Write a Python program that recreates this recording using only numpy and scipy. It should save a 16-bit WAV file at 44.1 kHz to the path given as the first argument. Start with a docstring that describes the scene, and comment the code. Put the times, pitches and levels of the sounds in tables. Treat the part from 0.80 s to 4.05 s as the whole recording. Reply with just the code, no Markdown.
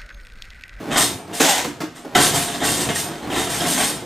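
"""A metal scoop digs into popped corn and tips out a load, in a small workshop.
Each stroke is a burst of grains that crunches the heap against the hollow scoop and rings its body modes;
a moment later loose kernels skid over the thin wall, a finer hiss of grains that makes its high modes sing.
One load tumbles out in pattering clumps, with a band of noise sinking in pitch as its hollow note.
The scoop knocks as noise bursts, rings as decaying sines and rumbles as low grains while it is handled."""
import sys
import numpy as np
from scipy import signal
from scipy.fft import rfft, irfft
from scipy.io import wavfile

SR = 44100
rng = np.random.default_rng(int(sys.argv[2]) if len(sys.argv) > 2 else 0)


def pcm_store(signal):
    """Save signal as 16-bit PCM."""
    levels = np.round(np.clip(np.atleast_2d(signal), -1, 1) * 32767)
    wavfile.write(sys.argv[1], SR, levels.astype(np.int16).T)


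N = 143325  # length in samples
T = np.arange(N) / SR  # time axis, s
HZ = np.fft.rfftfreq(2 * N, 1 / SR)  # frequency axis of the zero-padded scene


def amp(db):
    """Decibels to gain."""
    return 10 ** (np.asarray(db) / 20)


def unit(x):
    """Scales a signal or response to energy 1."""
    return x / np.sqrt(np.sum(x ** 2) + 1e-20)


def read(points, hz):
    """Reads a table on a log-frequency axis."""
    f, value = np.transpose(points)
    return np.interp(np.log(hz + 1), np.log(f + 1), value)


def through(x, response):
    """Plays x through an impulse response."""
    return signal.fftconvolve(x, response)[:N]


def colour(x, points, size=4096):
    """Causal (minimum-phase) filter of energy 1 with the given spectrum."""
    hz = abs(np.fft.fftfreq(size, 1 / SR))
    log_gain = np.log(amp(read(points, hz)))
    spectrum = np.exp(np.conj(signal.hilbert(log_gain)))
    response = np.fft.ifft(spectrum).real[:size // 2]
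    return through(x, unit(response))


def decay(t, t60):
    """Exponential die-away that loses 60 dB in t60 seconds."""
    return np.exp(-np.log(1000) * t / t60)


def ring(x, modes):
    """Rings a set of damped modes, together of energy 1."""
    t = T[:SR // 2]
    waves = [amp(db) * unit(decay(t, t60) * np.sin(2 * np.pi * hz * t)) for hz, db, t60 in modes]
    return through(x, unit(sum(waves)))


def grains(per_s, spread_db):
    """Random tiny impacts of uneven size, mean power 1."""
    size = amp(spread_db * np.minimum(rng.exponential(1, N), 4))
    sign = rng.choice([-1, 1], N)
    struck = rng.random(N) < per_s / SR
    return np.sqrt(N) * unit(size * sign * struck)


def surges(rows, fall_db_per_s):
    """Joint envelope of (start, rise, hold, level) surges that die away at one speed; powers add."""
    power = np.zeros(N)
    for s, rise, hold, db in rows:
        attack = np.clip((T - s) / max(rise, 1 / SR), 0, 1)
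        fall_db = fall_db_per_s * np.maximum(T - s - rise - hold, 0)
        power += (attack * amp(db - fall_db)) ** 2
    return np.sqrt(power)


# how hard the scoop is handled: t/s, level/dB
HANDLING_LEVEL = [(0, -33), (.1, -28), (.19, -28.5), (.33, -30.5), (.44, -40), (.52, -32.5), (.65, -55),
                  (.8, -32.5), (.97, -38.5), (1.22, -44.5), (1.33, -34), (1.38, -26.5), (1.56, -26.5),
                  (1.68, -33.5), (1.79, -32.5), (1.85, -26.5), (1.97, -28), (2.08, -25), (2.17, -34),
                  (2.26, -30), (2.39, -35.5), (2.5, -24), (2.7, -30), (2.86, -26.5), (3.08, -30.5),
                  (3.25, -34.5)]
# tone of the rumble: f/Hz, level/dB
RUMBLE_COLOUR = [(20, -28), (45, -26), (66, -7), (85, -9), (120, -4), (170, -2), (215, -4), (290, -0.5),
                 (420, -4.5), (550, -9.5), (750, -8.5), (1500, -18), (4000, -28.5), (15000, -40)]
RUMBLE_PER_S = 1400


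def handling():
    """Low rumble of the scoop and the shifting heap: grains filtered down to the lows."""
    level = amp(np.interp(T, *np.transpose(HANDLING_LEVEL)))
    return colour(level * grains(RUMBLE_PER_S, spread_db=1.7), RUMBLE_COLOUR)


# steady background air: f/Hz, level/dB
AIR_COLOUR = [(20, -11), (60, -20), (300, -19.5), (1300, -13.5), (3800, -20.5), (8000, -27), (15000, -50)]
AIR_DB = -50.5


def air():
    """Faint steady background of filtered noise."""
    return amp(AIR_DB) * colour(rng.standard_normal(N), AIR_COLOUR)


# strokes of the scoop: t/s, crunch rise/s, hold of crunch and skid/s,
# crunch level/dB, skid level/dB, lag of the skid/s
SCOOP_STROKES = [(0.1, .024, .004, -22, -32.5, 0.013), (0.142, 0.022, 0.047, -17.5, -17, 0.021),
                 (0.526, 0.0025, .01, -31, -30, 0.0027), (0.546, 0.016, 0.022, -34, -32, .003),
                 (1.144, 0.016, .01, -40.5, -44, 0.0026), (1.348, 0.0028, 0.01, -12, -21, 0.0014),
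                 (1.377, 0.011, 0.036, -18, -16.5, 0.012), (1.439, 0.024, 0.026, -24.5, -24, 0.0069),
                 (1.52, 0.02, 0.031, -21.5, -21.5, 0.011), (1.596, 0.024, 0.017, -30.5, -25, 0.0046),
                 (1.673, 0.0061, 0.073, -29, -35, 0.021), (1.797, 0.022, 0.059, -22, -21.5, 0.034),
                 (1.896, 0.038, 0.065, -34, -25.5, 0.0041), (1.986, 0.022, 0.025, -28.5, -24.5, .003),
                 (2.086, 0.005, 0.0079, -22, -33, 0.0039), (2.137, 0.025, 0.035, -34, -22.5, 0.0056),
                 (2.234, .02, 0.14, -38.5, -50.5, .003), (2.416, 0.011, 0.029, -37.5, -57, .01),
                 (2.498, 0.0078, 0.068, -26.5, -35.5, .003), (2.539, 0.01, 0.079, -25.5, -28.5, 0.0092),
                 (2.658, 0.022, 0.077, -27.5, -26.5, 0.028), (2.796, 0.0061, 0.0064, -24, -28, .005),
                 (2.832, 0.011, 0.044, -24.5, -23, 0.023), (2.895, 0.037, 0.068, -29.5, -24, .005),
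                 (2.967, 0.014, 0.047, -21.5, -22.5, 0.016), (3.049, 0.02, 0.013, -32.5, -24.5, .01),
                 (3.124, 0.018, 0.04, -35.5, -48, .003)]
# tone of the crushed heap: f/Hz, level/dB
CRUNCH_COLOUR = [(40, -25), (130, 2), (350, 0.5), (550, -8), (750, 6), (1150, -8.5), (1900, -0.5),
                 (2450, -11.5), (3300, -4), (4600, -15.5), (7500, -10.5), (15000, -34.5)]
# hollow modes of the scoop: f/Hz, level/dB, t60/s
BODY_MODES = [(170.7, -13.5, .2), (291.5, -3.5, 0.42), (443.4, -5, 0.25), (707.2, 1.5, 0.18),
              (721, -7.5, 0.13), (846.5, -10.5, 0.18), (1036, -11, 0.28), (1122, -7, 0.28),
              (1358, -8.5, 0.041), (1832, -8.5, 0.048), (2133, -9, 0.13), (3180, -5.5, 0.063),
              (3718, -5.5, 0.04)]
CRUNCH_PER_S, CRUNCH_FALL_DB_PER_S = 1500, 236
CRUNCH_DRY_DB, BODY_DB = -2.5, -3


def crunch():
    """The heap is crushed against the scoop: (dry crunch, ring of its hollow modes)."""
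    push = surges([row[:4] for row in SCOOP_STROKES], CRUNCH_FALL_DB_PER_S)
    hits = push * grains(CRUNCH_PER_S, spread_db=3.0)
    dry_crunch = amp(CRUNCH_DRY_DB) * colour(hits, CRUNCH_COLOUR)
    return dry_crunch + ticks(push), amp(BODY_DB) * ring(hits, BODY_MODES)


TICKS_PER_S, TICK_DB = 200, -7
TICK_LOW_HZ, TICK_HIGH_HZ = 1102, 5260  # pitches stray up to 4 % around this spread
TICK_CYCLES = 12.6  # cycles for a click to fall to 1/e


def ticks(push, count=24):
    """Single hard kernels click with brief damped sines, drawn from a spread of pitches."""
    t = T[:2048]
    out = np.zeros(N)
    for hz in np.geomspace(TICK_LOW_HZ, TICK_HIGH_HZ, count) * rng.uniform(.96, 1.04, count):
        click = unit(np.exp(-t * hz / TICK_CYCLES) * np.sin(2 * np.pi * hz * t))
        out += through(push * grains(TICKS_PER_S / count, spread_db=0.0), click)
    return amp(TICK_DB) * out / np.sqrt(count)


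# tone of the skidding kernels: f/Hz, level/dB
SKID_COLOUR = [(100, -23), (800, -8.5), (2400, -4), (3400, 0), (4700, -1.5), (6500, 0), (7600, -0.5),
               (7950, -5.5), (8450, 4.5), (9300, -3.5), (12500, -7), (15500, -12.5)]
# high modes of the thin wall: f/Hz, level/dB, t60/s
WALL_MODES = [(3718, -3.5, 0.28), (6720, -9, .22), (7040, -13, 0.18), (7690, 1, 0.11), (8800, -15, .06),
              (8376, 6, .13), (8690, 7.5, 0.21), (9650, -6, .3), (9835, 4, 0.2), (11120, -1, 0.24),
              (11680, -10, 0.2), (11700, -9, 0.29), (12400, -11, 0.19), (12800, -12.5, 0.17),
              (13038, -3, .25)]
SKID_PER_S, SKID_RISE_S, SKID_FALL_DB_PER_S = 2800, 0.016, 190
SKID_DRY_DB, WALL_DB = -1, -4.5


def skid():
    """Loose kernels skid over the wall just after each stroke: (dry hiss, ring of the wall)."""
    slides = [(s + lag, SKID_RISE_S, hold, db) for s, _, hold, _, db, lag in SCOOP_STROKES]
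    flow = surges(slides, SKID_FALL_DB_PER_S)
    hits = flow * grains(SKID_PER_S, spread_db=1.0)
    return amp(SKID_DRY_DB) * colour(hits, SKID_COLOUR), amp(WALL_DB) * ring(hits, WALL_MODES)


# clumps that tumble out: t/s, rise/s, hold/s, level/dB
POURED_CLUMPS = [(.595, 0.014, 0.011, -12.5), (.63, 0.012, .025, -16), (.684, 0.0056, 0.016, -14),
                 (.725, 0.028, 0.044, -22), (.85, .01, 0.018, -37)]
# tone of the tumbling corn: f/Hz, level/dB
TUMBLE_COLOUR = [(50, -27), (110, -18), (160, -8), (330, -10), (450, -4.5), (540, -2.5), (950, 0.5),
                 (1200, -8.5), (1900, -3), (2500, -7.5), (3400, -4), (5000, -9), (7000, -6), (8400, -8.5),
                 (9500, -13), (12500, -15.5), (15500, -25)]
# sinking hollow note: t/s, f/Hz, level/dB
HOLLOW_NOTE = [(.67, 901, -45), (.69, 837, -18.5), (.73, 783, -32), (0.788, 745, -27.5), (0.831, 589, -43),
               (0.861, 405.7, -29), (.9, 313, -34), (.94, 297, -60)]
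TUMBLE_PER_S, TUMBLE_FALL_DB_PER_S = 3200, 241
HOLLOW_WIDTH_HZ = 150  # bandwidth of each of two equal poles


def pour():
    """Clumps tumble out as grains, and a hollow resonance (narrow noise) sinks as they go."""
    flow = surges(POURED_CLUMPS, TUMBLE_FALL_DB_PER_S)
    patter = colour(flow * grains(TUMBLE_PER_S, spread_db=1.5), TUMBLE_COLOUR)
    s, hz, db = np.transpose(HOLLOW_NOTE)
    r = np.exp(-np.pi * HOLLOW_WIDTH_HZ / SR)
    noise = rng.standard_normal(N) + 1j * rng.standard_normal(N)
    flutter = signal.lfilter([1], [1, -2 * r, r * r], noise)
    # shift the slow flutter up to the gliding pitch
    carrier = np.exp(2j * np.pi * np.cumsum(np.interp(T, s, hz)) / SR)
    note = np.sqrt(N) * unit((flutter * carrier).real)
    return patter + note * np.interp(T, s, amp(db), left=0, right=0)


# knocks of the scoop: t/s, thump level/dB, clack level/dB
SCOOP_KNOCKS = [(0.6, -13, -17.5), (0.632, -17.5, -39), (0.844, -20, -26.5), (1.003, -25, -32.5),
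                (1.011, -31, -30.5), (1.036, -27.5, -37), (1.247, -30.5, -45.5), (1.35, -18.5, -20.5),
                (1.397, -19, -43), (2.088, -21.5, -31), (2.811, -22, -33)]
# tone of the dull thump: f/Hz, level/dB
THUMP_COLOUR = [(40, -35), (110, -16.5), (160, -2.5), (210, -5.5), (275, 1), (330, -3.5), (450, -2),
                (700, -10.5), (1500, -13), (6000, -83)]
# tone of the dry rattle: f/Hz, level/dB
CLACK_COLOUR = [(100, -12), (600, -2), (1800, 4), (3000, 1), (6500, -2), (10000, -9.5), (15000, -12)]
KNOCK_FALL_DB_PER_S = 590


def knocks():
    """Each knock is a dull thump with a short dry rattle, both fast-dying bursts of grains."""
    thumps = surges([(s, .003, .004, db) for s, db, _ in SCOOP_KNOCKS], KNOCK_FALL_DB_PER_S)
    clacks = surges([(s, .002, .006, db) for s, _, db in SCOOP_KNOCKS], KNOCK_FALL_DB_PER_S)
    thump = colour(thumps * grains(4000, spread_db=2.0), THUMP_COLOUR)
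    clack = colour(clacks * grains(2500, spread_db=2.5), CLACK_COLOUR)
    return thump + clack


# blows that ring one patch of the scoop: t/s, f/Hz, level/dB, t60/s
RINGING_BLOWS = [(.604, 272.6, -18.5, 0.48), (.608, 6540, -18, 0.099), (.69, 8376, -16.5, 0.32),
                 (.876, 289, -17.5, 0.17), (1.005, 170, -31, 0.29), (1.033, 310, -18, 0.18),
                 (1.262, 275, -28, 0.25), (1.35, 721, -9, 0.24), (1.36, 1334, -11, 0.075),
                 (1.556, 704, -26, 0.21), (1.815, 697, -17.5, 0.12), (2.158, 1860, -15, 0.066),
                 (2.808, 3230, -19, 0.083), (2.847, 718, -18, 0.1)]
DING_RISE_S = 0.0034


def dings():
    """Hard blows make one patch of the scoop ring out above the rest, each a decaying sine."""
    out = np.zeros(N)
    for s, hz, db, t60 in RINGING_BLOWS:
        t = np.maximum(T - s, 0)
        attack = np.minimum(t / DING_RISE_S, 1)
        out += attack * amp(db) * decay(t, t60) * np.sin(2 * np.pi * hz * t)
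    return out


# how long the room rings: f/Hz, t60/s
ROOM_T60 = [(100, 0.21), (500, 0.19), (2000, 0.34), (6000, 0.3), (15000, 0.2)]


def tail(size=256):
    """A diffuse room tail of noise, each band dying at its own speed."""
    hz, t, z = signal.stft(rng.standard_normal(SR // 2), SR, nperseg=size)
    fade = decay(t, read(ROOM_T60, hz)[:, None])
    wave = signal.istft(z * fade, SR, nperseg=size)[1]
    return unit(wave * np.minimum(T[:len(wave)] / 0.0033, 1))  # 3.3 ms build-up


ROOM_TURN_HZ = 1.72


def room(x, count=3):
    """Diffuse reverberation: the feeds of several random tails rotate slowly, which evens out its colour."""
    turn = 2 * np.pi * T * ROOM_TURN_HZ
    out = np.zeros(N)
    for k in range(count):
        feed = x * np.cos(turn + np.pi * k / count)
        out += np.sqrt(2 / count) * through(feed, tail())
    return out


ROOM_DB, ROOM_SIDE_DB = -4, -12
METAL_ROOM_DB, METAL_SIDE_DB = -12, -1.5  # how much of the metal feeds the room, mid and side


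def scene():
    """All sources in the small room, heard by a close pair of microphones."""
    corn, metal = np.add(crunch(), skid())
    metal = metal + dings()
    dry = corn + pour() + knocks() + handling() + air()
    mid = dry + metal + amp(ROOM_DB) * room(dry + amp(METAL_ROOM_DB) * metal)
    width = amp(ROOM_SIDE_DB) * room(dry + amp(METAL_SIDE_DB) * metal)
    side = signal.lfilter(*signal.butter(1, 280, "high", fs=SR), width)  # lows stay central
    return np.array([mid + side, mid - side]) / np.hypot(1, amp(ROOM_DB))


# inequality of the microphones: f/Hz, left minus right level/dB
MIC_BALANCE = [(30, -0.5), (250, -1.1), (600, -0.6), (3000, 0), (9000, .5)]
OVERLOAD, EDGE_HZ = .88, 15450  # amplitude ceiling, top of the band


def record(dry):
    """Slightly unequal microphones, soft overload on the loudest peaks, then the band limit."""
    tilt = amp(np.outer([.5, -.5], read(MIC_BALANCE, HZ)))
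    tilted = irfft(rfft(dry, 2 * N) * tilt)[:, :N]
    limited = tilted / (1 + (tilted / OVERLOAD) ** 6) ** (1 / 6)
    lowpass = signal.firwin(401, EDGE_HZ, window=("kaiser", 9), fs=SR)
    return signal.oaconvolve(limited, lowpass[None], "same")


dry = scene()
out = record(dry)
pcm_store(out)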